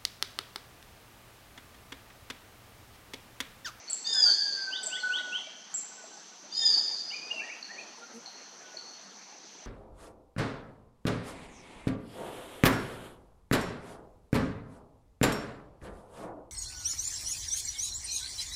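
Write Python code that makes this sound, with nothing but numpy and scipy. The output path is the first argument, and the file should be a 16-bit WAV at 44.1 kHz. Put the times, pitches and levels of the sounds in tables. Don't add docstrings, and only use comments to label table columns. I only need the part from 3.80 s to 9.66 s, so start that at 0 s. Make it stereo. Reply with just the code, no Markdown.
import sys
import numpy as np
from scipy import signal
from scipy.fft import rfft, irfft, next_fast_len
from scipy.io import wavfile
from scipy.ndimage import uniform_filter1d

SR = 44100
rng = np.random.default_rng(int(sys.argv[2]) if len(sys.argv) > 2 else 0)


def unload_audio(sound):
    columns = np.transpose(np.atleast_2d(sound))
    steps = np.round(np.clip(columns, -1, 1) * 32767)
    wavfile.write(sys.argv[1], SR, steps.astype(np.int16))


def volts_from_decibels(level):
    exponent = np.asarray(level, float) / 20
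    return 10 ** exponent


N = 258426

# pitch in Hz, level in dB per Hz.
AIR_COLOUR = [(25, -34), (80, -38.5), (200, 0), (260, -7.5), (630, -21.5), (830, -11.5), (1400, -6),
              (2200, -7.5), (4900, -7.5), (6900, -14.5), (8500, -27.5), (11000, -29.5), (13500, -37),
              (16500, -56)]
# pitch in Hz, level in dB per Hz.
STREAM_COLOUR = [(59, -58), (100, -28), (221, -9), (266, -3.5), (464, -2), (541, -4), (783, 1.5),
                 (995, -3.5), (1350, -9.5), (1760, -24), (2970, -120)]
# time in seconds, level in dB.
STREAM_SURGES = [(0.0, -59), (0.19, -58), (0.49, -48), (0.6, -57), (1.14, -52.5), (1.63, -53),
                 (1.73, -61.5), (2.27, -57), (2.58, -61.5), (2.95, -50.5), (3.26, -59), (3.59, -49.5),
                 (3.9, -59.5), (3.95, -52), (4.29, -57.5), (4.39, -54.5), (4.41, -57), (5.86, -59)]
# pitch in Hz, level in dB per Hz.
LEAF_COLOUR = [(6500, -1.5), (8500, -5.5), (11000, -18.5), (13500, -27.5), (16000, -34)]
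# pitch in Hz, level in dB per Hz.
INSECT_COLOUR = [(4300, -10.5), (5200, -11), (5800, -1.5), (6150, 1.5), (6600, -9.5), (7300, -23.0)]
# pitch in Hz, likeness from -1 to 1.
LIKENESS = [(60, 0.16), (180, 0.6), (550, 0.63), (1650, 0.68), (4970, 0.082), (15000, -0.77)]
# pitch in Hz, time to fall by 60 dB in seconds.
FOREST_T60 = [(1000, 2.2), (2500, 1.1), (4600, 1.47), (7600, 1.5), (12000, .9), (16000, .9)]
# start in seconds, peak level in dB, pitch in Hz.
PLOPS = [(0.419, -50, 782), (0.718, -47, 576), (0.97, -67, 820), (1.073, -36.5, 633), (1.223, -40.5, 840),
         (1.406, -43, 620), (1.474, -43.5, 620), (1.671, -39, 635), (1.938, -47.5, 754),
         (2.238, -40.5, 650), (2.371, -44, 828.6), (2.638, -46.5, 586), (2.972, -39.5, 740),
         (3.106, -41, 872), (3.31, -42.5, 781), (3.539, -37, 640), (3.674, -42.5, 612), (4.01, -45, 659),
         (4.474, -43, 773), (4.942, -40, 623), (5.154, -51, 780), (5.524, -47, 834)]
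# start in seconds, length in seconds, level in dB, centre in Hz.
RUSTLES = [
    (.330, .018, -39, 6300),
    (.347, .016, -40, 5800),
    (3.96, .09, -68, 7500),
    (4.15, .08, -65, 7000),
    (4.31, .1, -63, 8000),
]
# start in seconds, length in seconds, start pitch in Hz, level in dB, octave in dB.
COOS = [
    (4.17, .1, 228, -72, 8),
    (4.33, .075, 222, -54, -3),
]
# start in seconds, length in seconds, top pitch in Hz, level in dB.
HIGH_CHIPS = [
    (.097, 0.028, 8070, -36),
    (.129, 0.011, 7690, -29),
    (1.03, 0.022, 8230, -36.5),
    (1.06, 0.02, 7730, -34),
    (1.94, 0.0293, 7790, -33),
    (1.969, 0.041, 7630, -36.5),
]
# start in seconds, length in seconds, top pitch in Hz, level in dB.
LOW_CHIPS = [
    (.076, 0.03, 4754, -42),
    (.723, 0.012, 4840, -32.5),
    (1.199, 0.028, 4670, -40.5),
    (2.748, 0.016, 4800, -37),
    (3.165, 0.011, 4660, -39.5),
    (3.825, 0.01, 4720, -38),
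    (4.458, 0.016, 4645, -41),
    (4.968, 0.01, 4720, -37.5),
]
# multiple of the pitch, level in dB.
HIGH_CHIP_LINES = [(1, 4), (1.5, -31), (2, -42)]
LOW_CHIP_LINES = [(0.96, 0.11)]
# start in seconds, length in seconds, level in dB.
THIN_SWELLS = [(0.594, 0.11, -50), (0.762, 0.088, -43), (0.855, 0.068, -38.5), (0.923, 0.098, -47),
               (1.04, 0.053, -66), (1.11, 0.091, -42), (1.223, 0.069, -28.5), (1.279, 0.066, -29.5),
               (1.329, 0.1, -34.5), (1.425, 0.06, -46.5), (1.465, 0.13, -41.5)]
# start in seconds, length in seconds, start Hz, end Hz, level in dB.
THIN_PEEPS = [
    (0.33, 0.088, 1604, 1480, -43.5),
    (.45, 0.067, 1445, 1448, -38.5),
    (2.105, 0.034, 1510, 1480, -48),
    (2.165, 0.095, 1540, 1415, -54),
    (2.30, .075, 1570, 1476, -57.5),
    (2.511, .035, 1480, 1500, -52.5),
    (4.82, 0.23, 1507, 1428, -60),
]
# start in seconds, length in seconds, top Hz, level in dB, bend (over 1 rises late).
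UPSWEEPS = [
    (.885, .105, 4080, -40.5, 1.25),
    (1.09, .088, 3700, -38, 1.05),
    (1.293, .1, 3920, -37, 1.2),
    (1.508, .085, 3550, -34, .85),
]
# start in seconds, length in seconds, top pitch in Hz, level in dB.
ANSWERS = [
    (0.924, .045, 2050, -59),
    (1.153, 0.042, 2304, -47.5),
    (1.362, .065, 2370, -54.5),
    (1.576, 0.035, 2350, -57.5),
]
# start within it in seconds, length in seconds, start Hz, end Hz, level in dB.
PHRASE = [
    (0.0, .062, 1470, 2010, -49),
    (.055, .05, 1740, 2000, -51),
    (.085, .06, 1990, 2740, -43),
]
# start in seconds, change of level in dB.
PHRASE_TIMES = [
    (3.600, 0.0),
    (3.871, -2),
]
# start in seconds, length in seconds, start Hz, end
# Hz, level in dB.
GLIDING_NOTES = [(.096, .05, 1440, 1320, -58.5), (1.585, .03, 3400, 4300, -62), (1.63, .06, 2320, 2318, -53),
                 (3.302, .022, 2510, 3080, -45.5), (3.318, .045, 2050, 2570, -43.5),
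                 (3.36, .18, 2400, 2520, -51.5), (3.501, .027, 2676, 2906, -35.5),
                 (3.523, .12, 2780, 2687, -46), (3.590, .04, 2050, 2640, -47), (4.202, .052, 1365, 1413, -57),
                 (4.281, .043, 1320, 1290, -56)]
# multiple of upper voice, multiple of lower voice, level in dB.
SCREAM_LINES = [(1, 0, -0.98), (2, 0, -42.5), (0, 1, -13), (0, 2, -0.5), (0, 3, -14), (0, 4, -22),
                (0, 5, -39.5), (0, 6, -41), (0, 7, -41), (0, 8, -48), (0, 9, -51), (1, 1, -8.5),
                (1, -1, -9.5), (1, 2, -31.5), (2, 1, -46.5)]
# time in seconds, upper voice in dB, lower voice in dB.
SCREAM_EFFORT = [
    [(.240, -50, -56), (.256, -39, -41), (.30, -34.5, -38.5), (.36, -31, -35), (.39, -30, -40.5),
     (.43, -22.5, -45.5), (.48, -22.5, -50), (.525, -26, -48.5), (.555, -49.5, -64)],
    [(2.708, -49, -43), (2.722, -45.5, -56), (2.76, -31.5, -52), (2.80, -35.5, -42.5), (2.83, -31, -33.5),
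     (2.864, -21.5, -40), (2.89, -28.5, -56), (2.96, -26.5, -57), (3.01, -57, -77)],
]
# top Hz, climb in seconds, time sinking begins in seconds,
# length of sinking in seconds, end Hz.
UPPER_VOICE = [
    (5043, .03, .38, .15, 4420),
    (5005, .018, 2.855, .1, 4560),
]
LOWER_VOICE = [
    (1815, .008, .32, .17, 1590),
    (1830, .015, 2.815, .16, 1600),
]
DIFFERENCE_DB = [-11.5, -4.5]


def rms_one(x):
    return x / np.sqrt(np.mean(x ** 2) + 1e-20)


def at_hz(points, hz):
    table_hz, values = np.transpose(points)
    return np.interp(np.log(hz), np.log(table_hz), values)


def drift(rate):
    r = np.exp(-40 * np.pi * rate / SR)
    steps = rng.standard_normal(N // 20 + 2002)
    slow = signal.lfilter([1], [1, -2 * r, r * r], steps)[2000:]
    return np.interp(np.arange(N) / 20, np.arange(len(slow)), rms_one(slow))


def curve(rows):
    t = np.arange(N) / SR
    s, *columns = np.transpose(rows)
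    gate = np.clip(np.minimum(t - s[0], s[-1] - t) / .008, 0, 1)
    return [np.interp(t, s, column) for column in columns] + [gate]


def add(out, s, piece):
    i = round(s * SR)
    out[i:i + len(piece)] += piece[:N - i]


def tone(hz):
    return 2 * np.pi * np.cumsum(hz) / SR


def noise_bands(length, per_band, low_hz, high_hz, alike_at):
    white = rfft(rng.standard_normal((2, length)))
    octave = np.log2(np.maximum(np.fft.rfftfreq(length, 1 / SR), 1))
    out = 0
    for hz in low_hz * 2 ** np.arange(0, np.log2(high_hz / low_hz), .5):
        band = np.clip(1 - 2 * abs(octave - np.log2(hz)), 0, 1)
        mid, side = irfft(white * band, length)
        alike = np.clip(alike_at(hz), 0, 1)
        stereo = np.sqrt(1 + alike) * mid + np.sqrt(1 - alike) * side * [[1], [-1]]
        out = out + per_band(hz) * stereo
    return out


def coloured(spectrum, patchy_db, patch_rate):
    size = next_fast_len(N)
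    t = np.minimum(np.arange(size), N - 1)

    def flicker(hz):
        return volts_from_decibels(patchy_db * drift(patch_rate)[t])

    bands = noise_bands(size, flicker, spectrum[0][0], spectrum[-1][0], lambda hz: at_hz(LIKENESS, hz))
    colour = volts_from_decibels(at_hz(spectrum, np.fft.rfftfreq(size, 1 / SR) + 1))
    return rms_one(irfft(rfft(bands) * colour, size)[:, :N])


def forest(x, pan_db, wet_db, early_db, early_s, alike):
    t = np.arange(2 ** 16) / SR

    def fading(hz):
        tail = volts_from_decibels(0.32 * np.log2(hz / 4600) - 60 * t / at_hz(FOREST_T60, hz))
        return tail * (1 + volts_from_decibels(early_db) * np.exp(-(t / early_s) ** 2))

    echoes = noise_bands(len(t), fading, 440, 19000, lambda hz: alike) * np.clip(t / 0.0057, 0, 1)
    echoes = volts_from_decibels(wet_db) * echoes / np.sqrt(np.mean(np.sum(echoes ** 2, axis=1)))
    direct = x * volts_from_decibels(pan_db * np.array([[.5], [-.5]]))
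    return direct + signal.fftconvolve(x[None], echoes, axes=1)[:, :N]


def still_air():
    return volts_from_decibels(-54) * coloured(AIR_COLOUR, patchy_db=2.5, patch_rate=6.8)


def stream_murmur():
    surge_db = curve(STREAM_SURGES)[0]
    return volts_from_decibels(surge_db + 0.5) * coloured(STREAM_COLOUR, patchy_db=3.0, patch_rate=20)


def plops():
    out = np.zeros(N)
    t = np.arange(round(.06 * SR)) / SR
    for s, db, hz in PLOPS:
        ring = np.clip(t / 0.0035, 0, 1) * np.exp(-t / 0.0096)
        add(out, s, volts_from_decibels(db) * ring * np.sin(tone(hz * (1 + 0.88 * t))))
    return out


def insects():
    size = next_fast_len(N)
    white = rng.standard_normal((3, N))
    hz = np.fft.rfftfreq(size, 1 / SR) + 1
    colour = volts_from_decibels(at_hz(INSECT_COLOUR, hz)) * (hz > 4000) * (hz < 7800)
    shared = 0.11 * white[2]
    hiss = irfft(rfft(white[:2] + shared, size) * colour, size)[:, :N]
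    return volts_from_decibels(-50.5 + 0.79 * drift(28)) * rms_one(hiss)


def loudness_db(birds):
    knee_db, hold_s = -47, 0.1
    power = uniform_filter1d(np.mean(birds ** 2, axis=0), size=round(hold_s * SR))
    return 10 * np.log10(1 + np.maximum(power, 0) / volts_from_decibels(2 * knee_db))


def leaf_hiss(loud_db):
    return volts_from_decibels(-73.5 + 0.8 * loud_db) * coloured(LEAF_COLOUR, patchy_db=0.5, patch_rate=12)


def rustles():
    out = np.zeros((2, N))
    for s, length, db, hz in RUSTLES:
        size = round(length * SR)
        crackle = volts_from_decibels(4 * rng.standard_normal(4410)[:size])
        grains = rng.standard_normal((3, 4410))[:, :size] * crackle
        sos = signal.butter(3, [hz * .55, hz * 1.35], "band", fs=SR, output="sos")
        band = signal.sosfilt(sos, grains)
        for side in range(2):
            add(out[side], s, volts_from_decibels(db) * np.hanning(size) * rms_one(band[side] + band[2]))
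    return out


def coo():
    out = np.zeros(N)
    for s, length, hz, db, octave_db in COOS:
        u = np.linspace(0, 1, round(length * SR))
        phase = tone(hz * (1 + 0.085 * u))
        voice = np.sin(phase) + volts_from_decibels(octave_db) * np.sin(2 * phase)
        add(out, s, volts_from_decibels(db + 9) * np.sin(np.pi * u) * voice)
    return out


def chips(table, lines, arch, sag, throb_hz, throb, warble):
    out = np.zeros(N)
    turns = rng.uniform(.85, 1.15, len(table))
    for (s, length, top_hz, db), turn in zip(table, turns):
        u = np.linspace(0, 1, round(length * SR))
        beat = np.cos(2 * np.pi * throb_hz * turn * length * u)
        phase = tone(top_hz * (1 - arch * np.exp(-u / 0.082) - sag * u - warble * (1 + beat)))
        level = np.sin(np.pi * u ** .6) ** 1.2 * (1 - throb * beat)
        voice = sum(volts_from_decibels(line_db) * np.sin(k * phase) for k, line_db in lines)
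        add(out, s, volts_from_decibels(db) * level * voice)
    return out


def swell(length, db):
    edge_s, fade_db = .025, -3
    u = np.linspace(0, 1, round(length * SR))
    edge = np.clip(np.minimum(u, 1 - u) * length / edge_s, 0, 1)
    return np.sqrt(2) * volts_from_decibels(db + fade_db * u) * np.sin(np.pi / 2 * edge) ** 2


def thin_tone():
    start_s, end_s, bed_db = .6, 1.62, -50
    start_hz, rest_hz, settle_s = 1672, 1459, .33
    flutter = volts_from_decibels(2.0 * drift(40))
    level, peeps = np.zeros(N), np.zeros(N)
    for s, length, db in THIN_SWELLS:
        add(level, s, swell(length, db))
    add(level, start_s, swell(end_s - start_s, bed_db))
    for s, length, from_hz, to_hz, db in THIN_PEEPS:
        shape = swell(length, db)
        add(peeps, s, shape * np.sin(tone(np.linspace(from_hz, to_hz, len(shape)))))
    after = np.maximum(np.arange(N) / SR - start_s, 0)
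    hz = rest_hz + (start_hz - rest_hz) * np.exp(-after / settle_s)
    return flutter * (peeps + level * np.sin(tone(hz)))


def whistlers():
    upsweep_start_hz, answer_start_hz = 2325, 1620
    answer_bend, phrase_bend, gliding_bend = 1.0, .8, 0.6
    glides = [(s, length, upsweep_start_hz, hz, db, bend) for s, length, hz, db, bend in UPSWEEPS]
    glides += [(s, length, answer_start_hz, hz, db, answer_bend) for s, length, hz, db in ANSWERS]
    for s, phrase_db in PHRASE_TIMES:
        for after, length, start_hz, end_hz, db in PHRASE:
            glides.append((s + after, length, start_hz, end_hz, db + phrase_db, phrase_bend))
    glides += [(*note, gliding_bend) for note in GLIDING_NOTES]
    out = np.zeros(N)
    for s, length, start_hz, end_hz, db, bend in glides:
        u = np.linspace(0, 1, round(length * SR))
        level = np.sin(np.pi * u ** (.4 + 1.1 * bend)) ** 1.15
        hz = start_hz + (end_hz - start_hz) * u ** bend
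        add(out, s, volts_from_decibels(db + 4.5) * level * np.sin(tone(hz)))
    return out * volts_from_decibels(3.8 * drift(67))


def voice_pitch(t, start_hz, top_hz, climb_s, break_s, sink_s, end_hz):
    held = top_hz - (top_hz - start_hz) * np.exp(-(t - t[0]) / climb_s)
    return held, held - (top_hz - end_hz) * np.clip((t - break_s) / sink_s, 0, 1)


def thrush():
    out = np.zeros(N)
    for rows, upper_row, lower_row, start_db in zip(SCREAM_EFFORT, UPPER_VOICE, LOWER_VOICE, DIFFERENCE_DB):
        span = slice(round(rows[0][0] * SR), round(rows[-1][0] * SR))
        upper_db, lower_db, gate = [c[span] for c in curve(rows)]
        t = np.arange(N)[span] / SR
        _, upper_hz = voice_pitch(t, 4200, *upper_row)
        held_hz, lower_hz = voice_pitch(t, 1755, *lower_row)
        top_hz = held_hz + .14 * (lower_hz - held_hz)
        difference_db = start_db + np.linspace(0, -9.5, len(t))
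        wobble = 1 + 0.0039 * drift(90)[span]
        upper = tone(upper_hz * (1 + 0.0057 * drift(97)[span]))
        lower, held = tone(lower_hz * wobble), tone(top_hz * wobble)
        upper_db = upper_db + 3.9 * drift(63)[span]
        lower_db = lower_db + 2.8 * drift(25)[span]
        for m, n, db in SCREAM_LINES:
            driven = m > 0 or n > 4
            stays = n > 6
            level_db = (upper_db * driven + lower_db * (n != 0)) / (driven + (n != 0))
            if n < 0:
                level_db = level_db + difference_db
            if m == 0 and n == 1:
                level_db = level_db + 0.048 * (1800 - lower_hz)
            if stays:
                level_db = upper_db - 13.5
            phase = m * upper + n * (held if stays else lower)
            out[span] += gate * volts_from_decibels(db + level_db) * np.sqrt(2) * np.sin(phase)
    return out


def scene():
    high = chips(HIGH_CHIPS, HIGH_CHIP_LINES, arch=.15, sag=.03, throb_hz=190, throb=.7, warble=.03)
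    low = chips(LOW_CHIPS, LOW_CHIP_LINES, arch=0.066, sag=0.065, throb_hz=138.0, throb=1.0, warble=0.033)
    birds = forest(high, pan_db=4.5, wet_db=0, early_db=7, early_s=0.065, alike=0.088)
    birds += forest(low, pan_db=.5, wet_db=5.5, early_db=-2.0, early_s=0.057, alike=0.47)
    birds += forest(thin_tone(), pan_db=-1.4, wet_db=-11, early_db=12, early_s=.04, alike=.2)
    birds += forest(whistlers(), pan_db=-.8, wet_db=-3.8, early_db=-1, early_s=.07, alike=.5)
    birds += forest(thrush(), pan_db=-1.0, wet_db=1.0, early_db=0.0, early_s=0.034, alike=0.26)
    loud_db = loudness_db(birds)
    background = still_air() + stream_murmur() + plops() + leaf_hiss(loud_db)
    background += volts_from_decibels(.1 * loud_db) * insects()
    return background + rustles() + coo() + birds


def band_limit(x):
    return signal.sosfilt(signal.butter(12, 16670, fs=SR, output="sos"), x)


def record(dry):
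    return band_limit(dry)


dry = scene()
out = record(dry)
unload_audio(out)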